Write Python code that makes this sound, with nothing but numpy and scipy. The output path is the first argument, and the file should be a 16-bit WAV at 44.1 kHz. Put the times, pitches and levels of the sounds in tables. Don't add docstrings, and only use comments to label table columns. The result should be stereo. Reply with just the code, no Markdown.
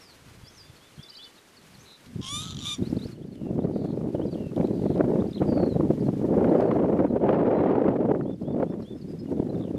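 import sys
import numpy as np
from scipy import signal
from scipy.fft import rfft, irfft, next_fast_len
from scipy.io import wavfile
from scipy.ndimage import uniform_filter1d

SR = 44100
rng = np.random.default_rng(int(sys.argv[2]) if len(sys.argv) > 2 else 0)


def generate_wav(signal):
    frames = np.transpose(np.atleast_2d(signal))
    scaled = np.clip(frames, -1, 1) * 32767
    pcm = np.round(scaled).astype(np.int16)
    wavfile.write(sys.argv[1], SR, pcm)


N = 431298
T = np.arange(N) / SR
SIZE = next_fast_len(N + SR, real=True)
HZ = np.fft.rfftfreq(SIZE, 1 / SR)

# time in seconds, pitch in Hz, effort in dB, roughness (0 clear, 1 all rasp).
CRY = [(2.204, 1014, -60, 1.1), (2.233, 1051, -43, 0.97), (2.243, 1052, -40, 0.92),
       (2.281, 1073, -36, 0.76), (2.293, 1104, -35.5, 0.34), (2.325, 1160, -33, 0),
       (2.355, 1184, -30.5, 0.18), (2.401, 1223, -35, 0.3), (2.413, 1250, -36, 0.64),
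       (2.47, 1292, -40.5, 1.1), (2.52, 1270, -41.5, .98), (2.56, 1237, -60, 1), (2.6, 1196, -43, 0.98),
       (2.64, 1192, -39, 1.02), (2.66, 1160, -32, 0.62), (2.69, 1233, -32, .48), (2.716, 1169, -29, .22),
       (2.733, 1223, -30, 0.23), (2.749, 1144, -37, 0.3), (2.762, 1085, -54, 0.45), (2.776, 1076, -67, .66)]
FULL_EFFORT_DB, BREAK_S = -28, 2.56
# fundamental in dB, half-pitch lines in dB,
# jitter as a share of the pitch, brightness in dB per octave.
SYLLABLES = [(-9.5, -13.5, .004, 3), (-15.5, -20, 0.0077, -4.5)]
# harmonic number, relative level in dB.
OVERTONES = [(2, -8), (3, 6.5), (4, -11), (5, -4.5), (6, -4), (7, -14), (8, -9), (9, -12.5), (10, -26),
             (11, -30), (12, -38)]
# frequency in Hz, gain in dB.
THROAT_EQ = [(500, -20), (1200, -10), (1800, -25), (2600, -16), (3120, -5), (3600, -7), (4050, -12),
             (4700, -9), (5600, -15), (7100, -11), (8800, -18), (9900, -13), (12500, -27), (15000, -52)]
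# time in seconds, slaps per second.
SLAP_RATE = [(2.24, 195), (2.285, 335), (2.41, 259.5), (2.47, 165), (2.6, 129), (2.65, 190), (2.67, 270),
             (2.74, 290)]
# start in seconds, level in dB.
LONE_SLAPS = [(2.215, -44), (2.228, -44), (2.506, -39), (2.546, -37), (2.568, -35), (2.589, -35.5),
              (2.635, -39)]
# frequency in Hz, level in dB with the bill half shut, level in dB with it open.
THROAT_RINGS = [(3150, -8, -11), (3520, 0, -0.5), (3900, -4, -4), (5940, -4, -7.5), (6950, -13, -7.5),
                (9900, -25, -18), (12600, -36, -26)]
BILL_OPENS_S = (2.31, 2.35)

# time in seconds, relative level in dB.
WIND_LEVEL = [(0.0, -64), (0.31, -47), (0.94, -62), (0.99, -44), (1.05, -75), (1.52, -74), (1.6, -56),
              (1.82, -48), (2.0, -88), (2.05, -50.5), (2.18, -39), (2.26, -43.5), (2.4, -32.5), (2.44, -38),
              (2.61, -34.5), (2.76, -44.5), (2.8, -27.5), (2.95, -29), (3.15, -40), (3.64, -23),
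              (3.69, -27), (4.5, -29), (4.55, -37), (4.57, -24), (4.92, -24), (5.0, -20), (5.19, -22.5),
              (5.39, -29), (5.41, -20.5), (5.62, -20.5), (6.16, -25.5), (6.33, -20), (8.1, -21),
              (8.36, -31.5), (8.53, -27), (8.615, -24.5), (8.66, -26), (9.0, -36.5), (9.35, -26.5),
              (9.78, -30)]
# time in seconds, factor on the frequencies of the eddies.
WIND_SPEED = [(0, 0.31), (2, 0.5), (2.6, 0.5), (2.9, 0.7), (3.3, 0.81), (3.7, 0.94), (4.4, 0.88),
              (4.9, .92), (5.01, 1.1), (5.33, .86), (5.62, 1.04), (5.75, .88), (6.15, 0.86), (6.35, 1.08),
              (6.6, 1.28), (7.15, 1.08), (7.35, 1.36), (7.72, 1.393), (8.1, 1.14), (8.35, 0.85), (8.53, .9),
              (8.61, 1.2), (8.68, .95), (9, 0.72), (9.4, 0.93), (9.78, 0.89)]
# frequency in Hz, gain in dB.
EDDY_EQ = [(20, -39), (60, -12), (130, -1), (230, 5.5), (400, 4), (600, -6), (900, -19), (1400, -31),
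           (2300, -45), (4000, -65.5), (8000, -71.5), (16000, -77.5)]
# time in seconds, relative peak in dB.
BUFFETS = [(0.266, -36), (0.433, -37), (0.698, -38.5), (0.98, -30.5), (2.158, -22.5), (2.19, -21),
           (2.811, -16), (2.925, -15.5), (2.961, -17), (3.048, -22), (3.578, -15), (3.642, -17),
           (3.759, -21), (3.84, -18), (4.145, -19), (4.194, -15), (4.238, -20.5), (4.255, -20),
           (4.573, -15), (4.6, -13.5), (4.648, -16.5), (4.856, -14.5), (4.963, -16.5), (5.003, -13.5),
           (5.09, -23.5), (5.129, -18), (5.219, -16.5), (5.41, -11.5), (5.571, -15.5), (5.757, -17),
           (5.805, -13.5), (5.86, -16), (5.902, -13.5), (5.993, -21), (6.08, -14), (6.235, -17),
           (6.449, -15), (6.514, -13.5), (6.548, -13), (6.99, -14), (7.035, -15.5), (7.122, -19.5),
           (7.155, -17), (7.289, -11.5), (7.479, -16), (7.631, -16), (7.88, -15), (7.987, -20),
           (8.107, -14), (8.41, -23.5), (8.556, -27), (8.62, -17), (8.712, -22.5), (9.317, -17.5),
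           (9.397, -18), (9.55, -20)]
# centre in seconds, half-length in seconds, dip in dB (negative lifts).
LULLS = [(2.1, .03, -4), (3.356, 0.044, 8.5), (3.724, 0.02, 2.5), (4.498, 0.034, 2), (5.328, 0.024, 4.5),
         (5.716, 0.023, 6.5), (5.96, 0.021, 10), (7.087, 0.026, 9), (7.19, 0.025, 7.5), (7.982, .035, 5.5),
         (8.383, 0.021, 12), (8.879, 0.022, 8.5), (9.22, 0.074, 3.5)]
# frequency in Hz, left-right likeness 0-1, left's lead in radians.
WIND_STEREO = [(30, 0.75, 0.94), (58.7, 0.92, 1.3), (135, 0.73, 0.41), (340, 0.54, 1.83), (734, 0.64, 2.52),
               (1350, 0.85, 3.4), (2970, 0.36, 2.9), (8000, .2, 2)]
# start in seconds, relative peak in dB, decay in seconds.
SPITS = [(4.6107, -30.5, 0.00072), (5.009, -39, 0.0018), (5.222, -36, .0008), (5.418, -33.5, 0.0069),
         (5.5782, -32, .001), (5.635, -37, 0.00079), (5.8081, -26, 0.0011), (6.4427, -27, 0.0017),
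         (6.529, -35, 0.0041), (6.608, -26, 0.0012), (6.635, -33.5, 0.0034), (6.7126, -22.5, 0.0013),
         (6.786, -30, 0.0045), (6.926, -31.5, 0.003), (6.988, -27.5, 0.0043), (7.042, -38, 0.0018),
         (7.2905, -19, 0.0014), (7.343, -24.5, 0.0022), (7.386, -29.5, .004), (7.755, -26.5, 0.00064),
         (7.881, -29, 0.00074), (8.1487, -28, 0.00062), (8.2104, -32.5, 0.00099), (8.598, -43, 0.0048),
         (8.6265, -28.5, 0.0012)]

# start in seconds, length in seconds, middle pitch in Hz, relative level in dB.
FALLING_CHIPS = [(.562, 0.067, 5050, -58.5), (.755, .022, 4400, -66), (.955, .02, 4250, -71),
                 (1.025, 0.023, 4850, -57), (1.093, 0.02, 4800, -52), (1.163, 0.023, 4700, -52.5),
                 (1.238, 0.02, 4640, -55), (1.35, .025, 4350, -68), (1.56, .029, 4480, -62.5),
                 (1.735, .028, 4380, -65), (2.893, 0.014, 5200, -63), (3.063, .016, 5050, -62),
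                 (3.15, 0.023, 3050, -74), (3.266, .02, 4750, -78), (3.345, .019, 3150, -72),
                 (4.146, 0.021, 3050, -68), (4.255, 0.024, 4850, -70), (4.34, .014, 3250, -65),
                 (5.329, 0.0081, 3720, -57), (6, .019, 4650, -69), (8.33, .012, 5300, -77),
                 (8.353, .014, 4700, -78), (8.417, .014, 5200, -75), (8.52, .014, 4700, -77),
                 (8.818, 0.02, 4150, -71), (9.008, 0.026, 4500, -66.5), (9.186, .025, 4450, -73),
                 (9.543, 0.022, 3705, -70)]
RISING_CHIPS = [(.46, 0.037, 5170, -58.5), (1.784, 0.047, 6150, -64), (2.842, 0.05, 4230, -61),
                (2.963, .014, 4370, -60), (3.008, 0.053, 4150, -57.5), (3.215, 0.031, 3400, -74),
                (3.62, .03, 4000, -75), (4.205, 0.041, 3150, -68), (4.635, .035, 4050, -68),
                (5.268, .018, 4650, -70), (5.377, .009, 3340, -57), (5.392, 0.0082, 3020, -64),
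                (6.478, .032, 4070, -73)]
LIFTED_CHIPS = [(1.08, .02, 4140, -58), (1.132, .016, 5100, -64), (1.149, .022, 4100, -54.5),
                (1.222, .02, 4120, -55.5), (2.82, .022, 3780, -65), (2.985, .017, 3800, -59),
                (5.199, 0.016, 3680, -64.5)]
ARCHED_CHIPS = [(3.598, .02, 3600, -73), (4.304, .038, 4590, -65), (5.342, 0.0206, 4100, -57.5)]
DROOPING_CHIPS = [(1.143, 0.02, 4420, -60), (3.11, 0.032, 4350, -66), (3.31, .032, 4300, -74),
                  (4.277, .02, 4050, -71), (5.305, .014, 4950, -67), (5.364, 0.009, 3944, -59),
                  (5.688, 0.062, 4060, -65), (6.05, .03, 4280, -71), (7.07, 0.051, 4040, -78),
                  (9.258, 0.028, 2920, -75)]
FLAT_PIPS = [(.428, 0.1, 3360, -71), (.44, 0.03, 4720, -67), (.603, 0.063, 4750, -64),
             (1.109, .05, 3000, -64), (1.183, .03, 3000, -62), (1.246, 0.042, 3000, -63),
             (1.375, 0.022, 3760, -66), (7.53, .1, 4030, -77), (8.685, .04, 5300, -81),
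             (8.81, 0.0447, 5350, -77), (8.94, .07, 5210, -77), (9.183, 0.035, 5100, -66),
             (9.49, .017, 4070, -66), (9.766, .03, 3550, -64)]
FALL, RISE, SLUR = (1.31, 1.05, .965, .945), (.7, .96, 1.04, 1.3), (.87, .985, 1.017, .975)
LIFT = (.88, 0.98, 1.07)
ARCH = (1, 1, 0.82)
DROOP = (1.06, .93)
# start in seconds, relative level in dB.
WHISTLES = [(.61, -71), (.8, -69.5), (.98, -60.5), (1.174, -56.5), (8.248, -72.5), (8.44, -73.5),
            (8.645, -78), (8.843, -66.5)]
# start in seconds, length in seconds, middle pitch in Hz, relative level in dB,
# pitch swing in Hz, beats per second, pulsing depth 0-1, sag as a share of the pitch.
TRILLS = [(0, .14, 4680, -56.5, 202, 150, .35, 0.36), (0.493, 0.085, 6180, -63, 200, 80, .3, .01),
          (1.846, 0.13, 3820, -55.5, 260, 170, 0.4, 0.041), (3.355, .16, 2760, -70.5, 70, 100, .9, .1),
          (3.714, 0.23, 3950, -65.5, 550, 114, 0.4, 0.16), (4.353, 0.16, 2700, -64, 70, 85, .9, 0.097),
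          (4.715, 0.25, 3950, -65, 550, 71, 0.2, 0.24), (5.46, 0.22, 4450, -57.5, 170, 45, .25, 0.13),
          (6.546, 0.21, 4350, -71.5, 262, 75, .4, 0.2), (9.072, .065, 4860, -65, 203, 120, .4, 0.054)]
# start in seconds, length in seconds, relative level in dB.
RATTLES = [(9.352, .06, -74), (9.595, 0.1, -63)]
# seconds since its start, pitch in Hz, level offset in dB.
RATTLE_CONTOUR = [(0, 3610, -7), (.018, 3750, 0), (.04, 3520, 0), (.067, 3000, -7), (.11, 2700, -6)]
# time in seconds, added left minus right in dB.
BIRD_PAN = [(3.1, 0), (3.2, 5), (7, 6.5), (8.2, 1.5)]

# start in seconds, relative level in dB.
TICKS = [(2.0607, -46), (3.3548, -50), (3.8445, -48), (4.5625, -44.5), (4.6714, -47), (4.9781, -48),
         (6.607, -44.5)]
# frequency in Hz, gain in dB.
HISS_EQ = [(30, -6), (150, 1.5), (400, 2.5), (800, -1), (1500, -1.5), (2500, -4), (4500, -7), (7000, -11),
           (10000, -13), (13000, -17), (15500, -29)]
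# time in seconds, level in dB.
HISS_LEVEL = [(0, -51.5), (2.1, -52.5), (3.12, -51), (3.15, -59.5), (4, -58), (4.7, -55), (6.2, -54),
              (6.9, -60), (7.6, -64.5), (8.3, -63), (9.1, -59), (9.78, -58.5)]
# frequency in Hz, left-right likeness 0-1, left's lead in radians.
HISS_STEREO = [(100, 0.97, -1.5), (300, 0.57, 0), (650, 0.32, 2.5), (3000, .2, 3), (15000, 0.22, 3)]


def lapwing(shimmer=9, voice_chop=.49, fundamental_chop=.46):
    times, *columns = np.transpose(CRY)
    t = np.arange(times[0], times[-1], 1 / SR)
    hz, effort_db, rough = (np.interp(t, times, column) for column in columns)
    rough = np.clip(rough, 0, .99)
    press_db = effort_db - FULL_EFFORT_DB
    base_db, half_db, jitter, tilt = np.array(SYLLABLES)[(t > BREAK_S).astype(int)].T
    jitter = jitter + .015 * rough ** 2
    tilt = tilt - 2 * rough
    phase = 2 * np.pi * np.cumsum(hz * (1 + jitter * wobble(len(t), 334))) / SR
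    tone = amp(effort_db) * np.sqrt(1 - rough ** 2) * sung_stack(t, hz, phase, tilt, half_db)
    tone *= 1 + shimmer * jitter * wobble(len(t), 300)
    gate, detunes = syrinx_slaps(t)
    tone *= 1 + voice_chop * np.sqrt(rough) * (gate - gate.mean())
    bursts = amp(effort_db) * rough * (gate + .04)
    bursts += sum(amp(db) * np.exp(-((t - start) / .002 - 1) ** 2) for start, db in LONE_SLAPS)
    rasp = bursts * throat_ring(t, hz, detunes)
    rasp += (amp(3 + .47 * press_db) - 1) * through(rasp, [(5000, -40), (7000, -9), (8500, 5)])
    fundamental = amp(FULL_EFFORT_DB + base_db + .89 * press_db) * np.sqrt(2) * np.cos(phase)
    fundamental *= 1 + fundamental_chop * rough * (gate - 1)
    out = np.zeros(N)
    add(out, times[0], (fundamental + tone + rasp) * signal.windows.tukey(len(t), .02))
    return out


def sung_stack(t, hz, phase, tilt, half_db, dispersion=.316, flare_at_s=2.75, flare_s=.01):
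    flare = np.exp(-((t - flare_at_s) / flare_s) ** 2)
    stack = halves = 0
    for k, db in OVERTONES:
        tilt_db = tilt * np.log2(max(k / 3, 1))
        flare_db = 11.5 * (k > 3) * min(1, (6 / k) ** 2) - 9 * (k == 3)
        stack += amp(db + tilt_db + flare * flare_db) * np.cos(k * phase - dispersion * k ** 2)
    for k in range(10):
        halves += amp(at_hz(THROAT_EQ, (k + .5) * hz)) * np.cos((k + .5) * phase - dispersion * k ** 2)
    return steady(stack, size=300) + amp(half_db) * unit(halves)


def syrinx_slaps(t, uneven=.143, spread_db=2):
    rate = np.interp(t, *np.transpose(SLAP_RATE)) * np.exp(uneven * wobble(len(t), 153))
    count = np.cumsum(rate) / SR
    force, *detunes = rng.standard_normal((len(t), 1 + len(THROAT_RINGS)))[count.astype(int)].T
    pulses = amp(spread_db * force) * abs(np.sin(np.pi * count)) ** 1.5
    return steady(pulses, size=700), detunes


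def throat_ring(t, hz, detunes, scatter=.038, air_db=-5):
    stretch = (hz / 1250) ** .45
    ring = 0
    for (centre_hz, *bill_db), detune in zip(THROAT_RINGS, detunes):
        phase = 2 * np.pi * np.cumsum(centre_hz * stretch * (1 + scatter * detune)) / SR
        ring += amp(np.interp(t, BILL_OPENS_S, bill_db)) * np.cos(phase)
    breath = unit(through(rng.standard_normal(len(t)), THROAT_EQ))
    return unit(unit(ring) + amp(air_db) * breath)


def wind(gain_db=2, flutter_db=1.25, lump_db=4, buffet_s=.0072, surge_cap_db=9):
    dips_db = sum(depth * np.exp(-((T - centre) / half) ** 2) for centre, half, depth in LULLS)
    mean_speed = over_time(WIND_SPEED)
    lumpiness = np.maximum(mean_speed, 1) ** -1.5
    breeze = amp(over_time(WIND_LEVEL) - dips_db + flutter_db * lumpiness * wobble(N, 11))
    pushes, t = np.zeros(N), np.arange(SR // 8) / SR
    for start, db in BUFFETS:
        add(pushes, start - .002, amp(db - 2) * t / buffet_s * np.exp(1 - t / buffet_s))
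    force = uniform_filter1d(uniform_filter1d(np.maximum(breeze, pushes), size=140), size=100)
    lumps_db = lump_db * lumpiness * wobble(N, 58)
    surge_db = lumps_db + 20 * np.log10(force / uniform_filter1d(force, size=16000))
    speed = mean_speed * np.exp(.018 * surge_cap_db * np.tanh(surge_db / surge_cap_db))
    rumble = steady(eddies(speed[::32]) * amp(lumps_db), size=1500)
    return rumble * force * amp(gain_db + 4 * np.log2(mean_speed))


def eddies(speed):
    white, centres = noise_pair(WIND_STEREO), np.geomspace(25, 12800, 16)
    times = np.linspace(0, T[-1], len(speed))
    air = np.zeros((2, N))
    for hz, pick in zip(centres, np.eye(len(centres))):
        band = irfft(white * np.interp(HZ, centres, pick), SIZE)[:, :N]
        air += band * np.interp(T, times, amp(at_hz(EDDY_EQ, hz / speed)))
    return air


def wind_spits(gain_db=5, count=170, small_decay_s=.0023, far_port=.38):
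    out, t = np.zeros(N), np.arange(2048) / SR
    lead = len(t) // 8
    speed = over_time(WIND_SPEED)
    odds = np.cumsum(speed ** 6)
    when, softness = rng.random((count, 2)).T
    at = np.searchsorted(odds, when * odds[-1])
    small_db = -44 - .8 * np.log(softness + .05) + 18 * np.log2(speed[at])
    small_spits = np.c_[T[at], small_db, np.full(count, small_decay_s)]
    colour = [(60, -34), (400, 0), (1100, 9.5), (2300, -8), (6000, -41), (14000, -67)]
    for start, db, decay in np.vstack([SPITS, small_spits]):
        puff = rng.standard_normal(len(t)) * t * np.exp(-t / decay)
        puff = through(np.roll(puff, lead), colour)
        add(out, start - t[lead], amp(db + gain_db) * puff / abs(puff).max())
    return 2 * np.array([out, -far_port * out])


def small_birds(chirp_db=6.5, rattle_step_s=.0136):
    chirps, trills = np.zeros((2, N))
    for table, glide in ((FALLING_CHIPS, FALL), (RISING_CHIPS, RISE), (LIFTED_CHIPS, LIFT),
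                         (ARCHED_CHIPS, ARCH), (DROOPING_CHIPS, DROOP), (FLAT_PIPS, (1, 1))):
        for start, *shape in table:
            add(chirps, start, bird_note(*shape, glide=glide))
    for start, db in WHISTLES:
        add(chirps, start - .026, bird_note(length=.0244, middle_hz=4300, db=-78, glide=FALL))
        add(chirps, start, bird_note(length=.103, middle_hz=3480, db=db, glide=SLUR))
    for start, *shape, pulsing, sag in TRILLS:
        glide = 1 + .56 * sag, 1 - .44 * sag
        add(trills, start, bird_note(*shape, glide=glide, pulsing=pulsing, swell_db=2.5))
    times, *contour = np.transpose(RATTLE_CONTOUR)
    for start, length, db in RATTLES:
        for since in np.arange(0, length, rattle_step_s):
            hz, offset_db = (np.interp(since, times, column) for column in contour)
            add(chirps, start + since, bird_note(.0068, hz, db + offset_db, glide=LIFT))
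    return amp(chirp_db) * chirps + trills


def bird_note(length, middle_hz, db, swing_hz=0, beats=0, glide=(1, 1), pulsing=0, swell_db=3):
    t = np.arange(0, max(length, .005), 1 / SR)
    bend = np.polyfit(np.linspace(0, 1, len(glide)), glide, len(glide) - 1)
    arc_hz = middle_hz * np.polyval(bend, t / t[-1])
    beat = np.sin(2 * np.pi * beats * np.cumsum(1 + .066 * wobble(len(t), 60)) / SR)
    hz = arc_hz * (1 + .009 * wobble(len(t), 300)) + swing_hz * beat
    fades = signal.windows.tukey(len(t), min(.7, .03 / t[-1]))
    envelope = fades * (1 + pulsing * beat) * amp(1.6 * wobble(len(t), 80) + swell_db * t / t[-1])
    return amp(db) * unit(envelope * np.sin(2 * np.pi * np.cumsum(hz) / SR))


def distant_twitter(count=16, centre_hz=4700):
    out = np.zeros(N)
    for when, pitch, softness in rng.random((count, 3)):
        start = np.interp(when, [0, .5, .501, 1], [0, 2, 8.3, 9.6])
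        hz = centre_hz * 1.3 ** (pitch - .5)
        add(out, start, bird_note(.025, hz, db=-73 - 6 * softness, glide=FALL))
    return out


def ticks(decay_s=.0031, gain_db=-3):
    out, t = np.zeros(N), np.arange(1024) / SR
    colour = [(500, -19), (3500, 5), (7000, -8.5), (14000, -17)]
    for start, db in TICKS:
        grain = unit(through(rng.standard_normal(len(t)), colour))
        add(out, start, amp(db + gain_db) * grain * np.exp(-t / decay_s))
    return out


def hiss(flutter_db=1):
    wash = unit(irfft(noise_pair(HISS_STEREO) * amp(at_hz(HISS_EQ, HZ)), SIZE)[:, :N])
    return wash * amp(over_time(HISS_LEVEL) + flutter_db * wobble(N, 22))


def open_air(x, wet_db, t60, balance_db, lag_s=0):
    t = np.arange(SR // 2) / SR
    tail = rng.standard_normal((2, len(t))) * amp(-60 * t / t60) * (t > .004)
    tail /= np.linalg.norm(tail, axis=1, keepdims=True)
    direct = np.array([np.interp(T - lag_s, T, x), x])
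    scattered = signal.fftconvolve(x[None], tail, axes=1)[:, :N]
    return (direct + amp(wet_db) * scattered) * amp([[balance_db / 2], [-balance_db / 2]])


def amp(db):
    return 10 ** (np.asarray(db) / 20)


def unit(x):
    return x / np.sqrt(np.mean(x ** 2) + 1e-20)


def steady(x, size):
    power = np.atleast_2d(x ** 2).mean(0)
    return x / np.sqrt(abs(uniform_filter1d(uniform_filter1d(power, size), size)) + 1e-20)


def at_hz(points, hz):
    f, value = np.transpose(points)
    return np.interp(np.log(hz + 1), np.log(f + 1), value)


def over_time(points):
    return np.interp(T, *np.transpose(points))


def add(mix, start, sound):
    part = mix[max(round(start * SR), 0):][:len(sound)]
    part += sound[:len(part)]


def wobble(count, hz):
    size = next_fast_len(count, real=True)
    f = np.fft.rfftfreq(size, 1 / SR)
    return unit(irfft(rfft(rng.standard_normal(size)) / (1 + (f / hz) ** 4), size)[:count])


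def noise_pair(stereo):
    left, other = rfft(rng.standard_normal((2, SIZE)))
    f, likeness, lead = np.transpose(stereo)
    shared = np.clip(at_hz(np.c_[f, likeness], HZ), -1, 1)
    right = shared * left + np.sqrt(1 - shared ** 2) * other
    return np.array([left, right * np.exp(-1j * at_hz(np.c_[f, lead], HZ))])


def through(x, points):
    return irfft(rfft(x) * amp(at_hz(points, np.fft.rfftfreq(len(x), 1 / SR))), len(x))


def scene():
    near = amp(-2.5) * open_air(lapwing(), wet_db=-9.5, t60=.12, balance_db=-5)
    far = open_air(small_birds() + distant_twitter(), wet_db=-8.5, t60=.23, balance_db=2.5, lag_s=.00004)
    far *= amp(np.outer([.5, -.5], over_time(BIRD_PAN)))
    return near + far + ticks() + wind() + wind_spits() + hiss()


def record(dry, ceiling=.75, cutoff_hz=15500):
    rounded = ceiling * np.tanh(dry / ceiling)
    low_pass = signal.firwin(511, cutoff_hz, window=("kaiser", 9), fs=SR)
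    return signal.oaconvolve(rounded, low_pass[None], "same")


dry = scene()
out = record(dry)
generate_wav(out)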